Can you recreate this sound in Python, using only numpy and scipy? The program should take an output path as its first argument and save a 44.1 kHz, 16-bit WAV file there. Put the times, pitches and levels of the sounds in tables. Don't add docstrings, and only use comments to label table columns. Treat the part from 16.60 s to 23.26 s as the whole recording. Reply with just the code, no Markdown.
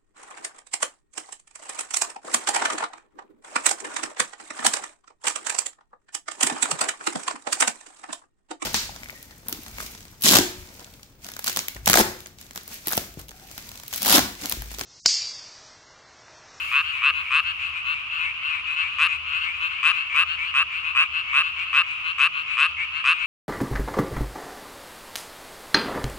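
import sys
import numpy as np
from scipy import signal
from scipy.fft import rfft, irfft, next_fast_len
from scipy.io import wavfile

SR = 44100
rng = np.random.default_rng(int(sys.argv[2]) if len(sys.argv) > 2 else 0)


def waveform_to_disk(signal):
    frames = np.transpose(np.atleast_2d(signal))
    scaled = np.clip(frames, -1, 1) * 32767
    samples = np.round(scaled).astype(np.int16)
    wavfile.write(sys.argv[1], SR, samples)


def boost(x):
    u = np.asarray(x, float) / 20
    return 10 ** u


N = 293706

# frequency in Hz, density in dB per Hz.
NIGHT_SPECTRUM = [(15, -56), (25, -22), (76, -12.5), (333, -34.5), (691, -28), (881, -21.5), (1040, -12),
                  (1180, -6.5), (1780, -22), (2460, -1), (2660, 5), (3680, -24), (5370, -34.5),
                  (10000, -48.5), (15800, -63)]
# frequency in Hz, correlation from 0 to 1.
LIKENESS = [(25, 1), (100, 0.92), (250, 0.9), (600, 0.16), (4000, 0.038)]
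# centre in Hz, width in Hz, level in dB.
MOTOR_BANDS = [(76.5, 2.5, 0.5), (70, 20.6, -8.5), (283.8, 6.1, -17), (453, 4.3, -18), (574, 3, -39)]
# frequency in Hz, density in dB per Hz.
HISS_SPECTRUM = [(2650, -3.5), (4500, 4), (6230, -4.5), (6740, 2.5), (7690, -5.5), (13400, -2.5),
                 (14600, -7.5), (15800, -7.5)]
# Hz at first pulse, Hz at last, dB at first, dB at last,
# decay time t60 in ms at first, t60 in ms at last.
SAC_MODES = [(1123, 1243, -2, -2, 31, 53), (1160, 1600, 4, -6, 24.2, 35.4),
             (1820, 2530, -6, -6.5, 32.6, 9.2), (2504, 2707, 5, 4, 53.2, 25.4),
             (2760, 2978, 7, -1, 13.2, 7.2), (3090, 3420, -18.5, -7, 25, 8.6),
             (3877, 4205, -15, -11, 18, 8.8)]
# centre in Hz, width in Hz, dB at first pulse, dB at last.
SNAP_BANDS = [(5100, 2760, -35, -45.5), (6830, 980, -35.5, -50.5), (8120, 830, -31, -44),
              (9400, 1360, -39, -40), (11200, 1000, -48.5, -51.5), (14800, 2500, -73.5, -64.5)]
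# start in seconds, level in dB.
LOW_FROG = [(0.056, -36), (.359, -33.5), (0.647, -36.5), (.975, -40), (1.314, -34.5), (1.63, -31.5),
            (1.915, -32.5), (2.2, -31.5), (2.482, -36.5), (2.836, -31.5), (3.166, -36), (3.49, -29.5),
            (3.775, -30), (4.096, -33.5), (4.385, -31), (4.673, -31.5), (4.964, -32), (5.275, -36),
            (5.585, -31), (5.887, -35), (6.169, -29.5), (6.582, -33)]
MIDDLE_FROG = [(.304, -33.5), (0.608, -42), (.995, -34.5), (1.125, -34), (2.056, -31), (2.294, -38.5),
               (2.469, -30), (2.915, -37), (3.288, -33), (5.249, -37), (5.344, -40.5), (5.864, -32.5),
               (6.493, -33)]
LOUD_FROG = [(.53, -30.5), (.839, -29.5), (1.244, -28.5), (1.581, -29), (1.876, -31), (2.154, -27),
             (2.246, -39), (2.711, -29), (2.997, -28), (3.389, -40.5), (4.23, -30.5), (4.525, -28.5),
             (4.811, -30.5), (5.05, -38.5), (5.434, -29), (5.723, -31), (6.019, -35.5)]
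HIGH_FROG = [(-.025, -34), (0.233, -31.5), (.979, -37), (1.498, -32), (1.817, -31.5), (2.653, -33.5),
             (2.789, -31), (3.081, -35), (3.338, -30), (3.664, -30.5), (3.831, -34.5), (4.127, -34),
             (4.951, -36.5), (6.324, -31), (6.575, -32.5)]
# voice in Hz, left-right balance in dB, low band in dB, snap in dB.
SEATS = [
    (2333, 6, -8, 26.5),
    (2526, 9, -7.5, 29),
    (2637, 7.5, -4.5, 25.5),
    (2710, 8, -5, 26),
]
# start in seconds, peak in dB, pitch in Hz.
DEEP_NOTES = [
    (0.024, -54, 617),
    (0.472, -47, 530),
    (1.079, -72, 513),
    (6.023, -53, 583),
]
# start in seconds, pulse count, mean gap in ms, level in dB, brightness in dB.
NEAR_CROAKS = [(0.1153, 15, 6.88, -18.5, -8), (0.4203, 13, 6.95, -17.9, -5), (0.7072, 15, 6.65, -17.8, -1),
               (2.3851, 15, 5.98, -17.2, 2.5), (3.2306, 15, 5.93, -16.8, 2.5), (3.5459, 15, 6.13, -17.8, 1),
               (3.9401, 14, 6.48, -17.1, -.5), (4.3507, 14, 6.48, -17.0, -2),
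               (4.7324, 14, 6.53, -16.7, -1.5), (5.1302, 14, 6.55, -16.3, -1), (5.5836, 14, 6.63, -16.7, 2),
               (5.9697, 15, 6.63, -16.9, 1.5), (6.4417, 14, 6.65, -16.5, 2.5)]
# time in seconds, left lead of near frog in ms, its left-right dB.
MIC_TURN = [(0, -.04, 2.8), (.7, -.02, 5.1), (2.4, .02, 5.2), (3.25, .06, 6.1), (3.95, .09, 2.4),
            (4.4, .11, 2.1), (5.6, .03, 4.3), (6.66, -.02, 2.4)]
# time in seconds, peak in dB, left-right balance in dB.
TICKS = [
    (0.1256, -37, 10.5),
    (0.836, -50, -16),
    (1.0969, -46.5, 2.5),
    (6.6574, -48.5, 21.5),
]

VOICE_HZ = 2600
SNAP_STAGES = 5
LEAD_IN = 2000
ROOM = 12000


def rms_one(x):
    return x / np.sqrt(np.mean(x ** 2) + 1e-20)


def in_time(rows, s):
    at_s, *columns = np.transpose(rows)
    return [np.interp(s, at_s, column) for column in columns]


def at_hz(points, hz):
    points_hz, values = np.transpose(points)
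    return np.interp(np.log(hz + 1), np.log(points_hz), values)


def peak(hz, centre_hz, width_hz):
    return 1 / (1 + 2j * (hz - centre_hz) / width_hz)


def shaped(x, response):
    n = x.shape[-1]
    size = next_fast_len(n + 4096)
    hz = np.arange(size // 2 + 1) * SR / size
    return irfft(rfft(x, size) * response(hz), size)[..., :n]


def highpass(x, order, hz):
    return signal.sosfilt(signal.butter(order, hz, "high", fs=SR, output="sos"), x)


def noise(response):
    mid, side = rng.standard_normal((2, N))
    alike = lambda hz: np.clip(at_hz(LIKENESS, hz), 0, .99)
    mid = shaped(mid, lambda hz: response(hz) * np.sqrt(1 + alike(hz)))
    side = shaped(side, lambda hz: response(hz) * np.sqrt(1 - alike(hz)))
    return rms_one(np.array([mid + side, mid - side]))


def night_air():
    return boost(-33) * noise(lambda hz: boost(at_hz(NIGHT_SPECTRUM, hz)))


def hum():
    tone_hz, tone_db, rumble_db = 76.5, -57, -61
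    rumble = noise(lambda hz: sum(boost(db) * peak(hz, f_hz, w_hz) ** 2 for f_hz, w_hz, db in MOTOR_BANDS))
    tone = np.sin(2 * np.pi * tone_hz * np.arange(N) / SR)
    return boost(rumble_db) * rumble + boost(tone_db) * tone


def fading_hiss():
    burst_db, burst_end_s, burst_edge_s = -52.5, .21, .024
    faint_db, fade_db_per_s2 = -61, 6
    t = np.arange(N) / SR
    burst = boost(burst_db) * (1 - np.tanh((t - burst_end_s) / burst_edge_s)) / 2
    faint = boost(faint_db - np.minimum(fade_db_per_s2 * t ** 2, 35))
    hiss = noise(lambda hz: boost(at_hz(HISS_SPECTRUM, hz)))
    return (burst + faint) * hiss * boost([[4.0], [-4.0]])


def scatter(x, t60_s, wet_db, gap_ms):
    t = np.arange(int(.25 * SR)) / SR
    spray = rng.standard_normal((2, len(t))) * boost(-60 * t / t60_s) * (t > gap_ms / 1000)
    spray /= np.sqrt(np.sum(spray ** 2, axis=1, keepdims=True))
    return x + boost(wet_db) * signal.fftconvolve(x, spray, axes=1)[:, :N]


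def croak_rows(s, pulses, early_ms, last_ms, level_db, pan_db, low_db):
    return np.transpose(np.broadcast_arrays(s, pulses, early_ms, last_ms, level_db, pan_db, low_db))


def ring_sac(done, size, low_db, glide, ring, chance):
    fill = .5 + glide * (done ** 0.65 - .5)
    t = np.arange(620) / SR
    pulse = 0
    for k, (hz0, hz1, db0, db1, t60_ms0, t60_ms1) in enumerate(SAC_MODES):
        hz = size * (hz0 + (hz1 - hz0) * fill) * (1 + .004 * chance[:, [2 + k]])
        mode_db = db0 + (db1 - db0) * done + low_db * (hz0 < 1700) + .9 * chance[:, [-1 - k]]
        t60_ms = ring * (t60_ms0 + (t60_ms1 - t60_ms0) * done)
        decay = np.exp(np.float32(-1000 * np.log(1000) * t / t60_ms))
        pulse = pulse + boost(mode_db) * np.sin(np.float32(2 * np.pi * hz * t)) * decay
    return pulse * (1 - np.exp(-(t / .0008) ** 1.5))


def add_croak(voice, snaps, croak, size, snap_db, lead_ms, glide, jitter_ms, damp_ms, ring):
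    s, pulses, early_ms, last_ms, level_db, pan_db, low_db = croak
    count = int(round(pulses))
    chance = rng.standard_normal((20, 2 + len(SAC_MODES)))[:count]
    gaps_ms = np.linspace(early_ms, last_ms, count - 1)
    gaps_ms[0] *= 1.22
    onset_s = s + (np.r_[0, np.cumsum(gaps_ms)] - .4 + jitter_ms * chance[:, 0]) / 1000
    done = np.linspace(0, 1, count)[:, None]
    swell_db = -13.0 * (1 - done) ** 4.13 - 3.66 * done ** 4.0 + 0.46 * chance[:, 1:2]
    gain = boost(level_db + swell_db)

    pulse = ring_sac(done, size, low_db, glide, ring, chance)
    length = pulse.shape[1]
    left_ms = np.r_[gaps_ms, 14.0][:, None] - 1000 * np.arange(length) / SR
    pulse = pulse * np.clip((left_ms - .9) / damp_ms, 0, 1)

    stage = np.arange(count) * SNAP_STAGES // count
    for side, sign in enumerate((1, -1)):
        first = np.round((onset_s - sign * lead_ms / 2000) * SR).astype(int) + LEAD_IN
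        for at, one in zip(first, pulse * gain * boost(sign * pan_db / 2)):
            voice[side, at:at + length] += one
        strength = gain[:, 0] * boost(snap_db + sign * pan_db / 2 + 0.3 * chance[:, 2])
        np.add.at(snaps, (stage, side, first + 45), strength)


def snap_click(done, snap_size):
    rise = snap_size * (1 - 0.057 * (1 - done) ** 2)
    hz = np.arange(513) * SR / 1024
    colour = 0
    for k, (f_hz, w_hz, db0, db1) in enumerate(SNAP_BANDS):
        band = boost(db0 + (db1 - db0) * done) * peak(hz / rise, f_hz, w_hz) ** 3
        colour = colour + (-1) ** k * band
    return irfft(colour)[None, :400]


def frogs(croaks, sizes, snaps_db, leads_ms, puff_ms, snap_size, leak_db, **manner):
    voice = np.zeros((2, N + ROOM))
    snaps = np.zeros((SNAP_STAGES, 2, N + ROOM))
    for croak, size, snap_db, lead_ms in zip(croaks, sizes, snaps_db, leads_ms):
        add_croak(voice, snaps, croak, size, snap_db, lead_ms, **manner)
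    fade = np.exp(-1000 / (puff_ms * SR))
    puff = signal.lfilter([1], [1, -fade], snaps + 1e-18) * rng.standard_normal(N + ROOM)
    snaps += 0.21 * puff
    for stage, done in enumerate(np.linspace(0, 1, SNAP_STAGES)):
        click = snap_click(done, snap_size)
        voice += signal.oaconvolve(snaps[stage], click, axes=1)[:, :N + ROOM]
    edge = lambda hz: boost(leak_db) + 1 / (1 + (980 / (hz + 1)) ** 37.5)
    radiated = highpass(shaped(voice, edge) + 1e-18, 4, 680)
    return radiated[:, LEAD_IN:LEAD_IN + N]


def far_chorus():
    count = 220
    s, size, side, loud = rng.random((count, 4)).T
    start_s = (np.arange(count) + 2 * s) / count * (N / SR - .06) - .04
    croaks = croak_rows(start_s, 15, 7.1, 5.5, -42 - 12 * loud, 1 + 10 * side, low_db=-5)
    dry = frogs(croaks, .84 + .3 * size, np.full(count, 20.0), .45 * side, puff_ms=2.5, snap_size=.8,
                leak_db=-6, glide=0.62, jitter_ms=.3, damp_ms=0.7, ring=1.1)
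    return scatter(dry, t60_s=.2, wet_db=3.0, gap_ms=3.0)


def neighbours():
    bank_lead_ms = .37
    rows = []
    for calls, seat in zip((LOW_FROG, MIDDLE_FROG, LOUD_FROG, HIGH_FROG), SEATS):
        rows += [(*croak, *seat) for croak in calls]
    s, level_db, hz, pan_db, low_db, snap_db = np.transpose(rows)
    pace_db, lead, tune = rng.standard_normal((len(s), 3)).T
    pace = boost(.5 * pace_db)
    croaks = croak_rows(s, 15, 7.0 * pace, 5.4 * pace, level_db + 5.0, pan_db, low_db)
    sizes = hz * (1 + 0.016 * tune) / VOICE_HZ
    dry = frogs(croaks, sizes, snap_db, bank_lead_ms + 0.058 * lead, puff_ms=3.0, snap_size=0.876,
                leak_db=-5.5, glide=0.66, jitter_ms=.08, damp_ms=1.13, ring=0.99)
    return scatter(dry, t60_s=.08, wet_db=-12, gap_ms=1.5)


def deep_frog():
    t, out = np.arange(N) / SR, 0
    for s, peak_db, hz in DEEP_NOTES:
        hoarse = rms_one(shaped(rng.standard_normal(N), lambda f: peak(f, hz, 110) ** 2))
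        swell = np.exp(-((t - s - .05) / 0.055) ** 2)
        out = out + boost(peak_db - 8.5) * swell * hoarse
    return np.array([out, 0.32 * np.roll(out, 16)])


def near_frog():
    near_hz, quickening = 2598, .185
    s, pulses, gap_ms, level_db, bright_db = np.transpose(NEAR_CROAKS)
    leads_ms, pan_db = in_time(MIC_TURN, s)
    croaks = croak_rows(s, pulses, gap_ms * (1 + quickening), gap_ms * (1 - quickening),
                        level_db + 6.5, pan_db, low_db=-4)
    sizes = np.full(len(s), near_hz / VOICE_HZ)
    dry = frogs(croaks, sizes, 30.5 + bright_db, leads_ms, puff_ms=1.28, snap_size=1.016,
                leak_db=-12, glide=1.0, jitter_ms=.07, damp_ms=2.6, ring=.72)
    return scatter(dry, t60_s=.05, wet_db=-19, gap_ms=2.5)


def ticks():
    out = np.zeros((2, N))
    for s, peak_db, pan_db in TICKS:
        out[:, round(s * SR)] = boost(peak_db + 13.5 + np.array([pan_db, -pan_db]) / 2)
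    return highpass(signal.lfilter([1], [1, -.6], out), 2, 7000)


def scene():
    bed = night_air() + hum() + fading_hiss()
    return bed + far_chorus() + neighbours() + deep_frog() + near_frog() + ticks()


def low_pass(x):
    return signal.sosfilt(signal.butter(12, 16370, fs=SR, output="sos"), x)


def record(dry):
    thin = highpass(dry, 3, 48)
    mix = shaped(thin, lambda hz: hz < 15830)
    return low_pass(mix)


dry = scene()
out = record(dry)
waveform_to_disk(out)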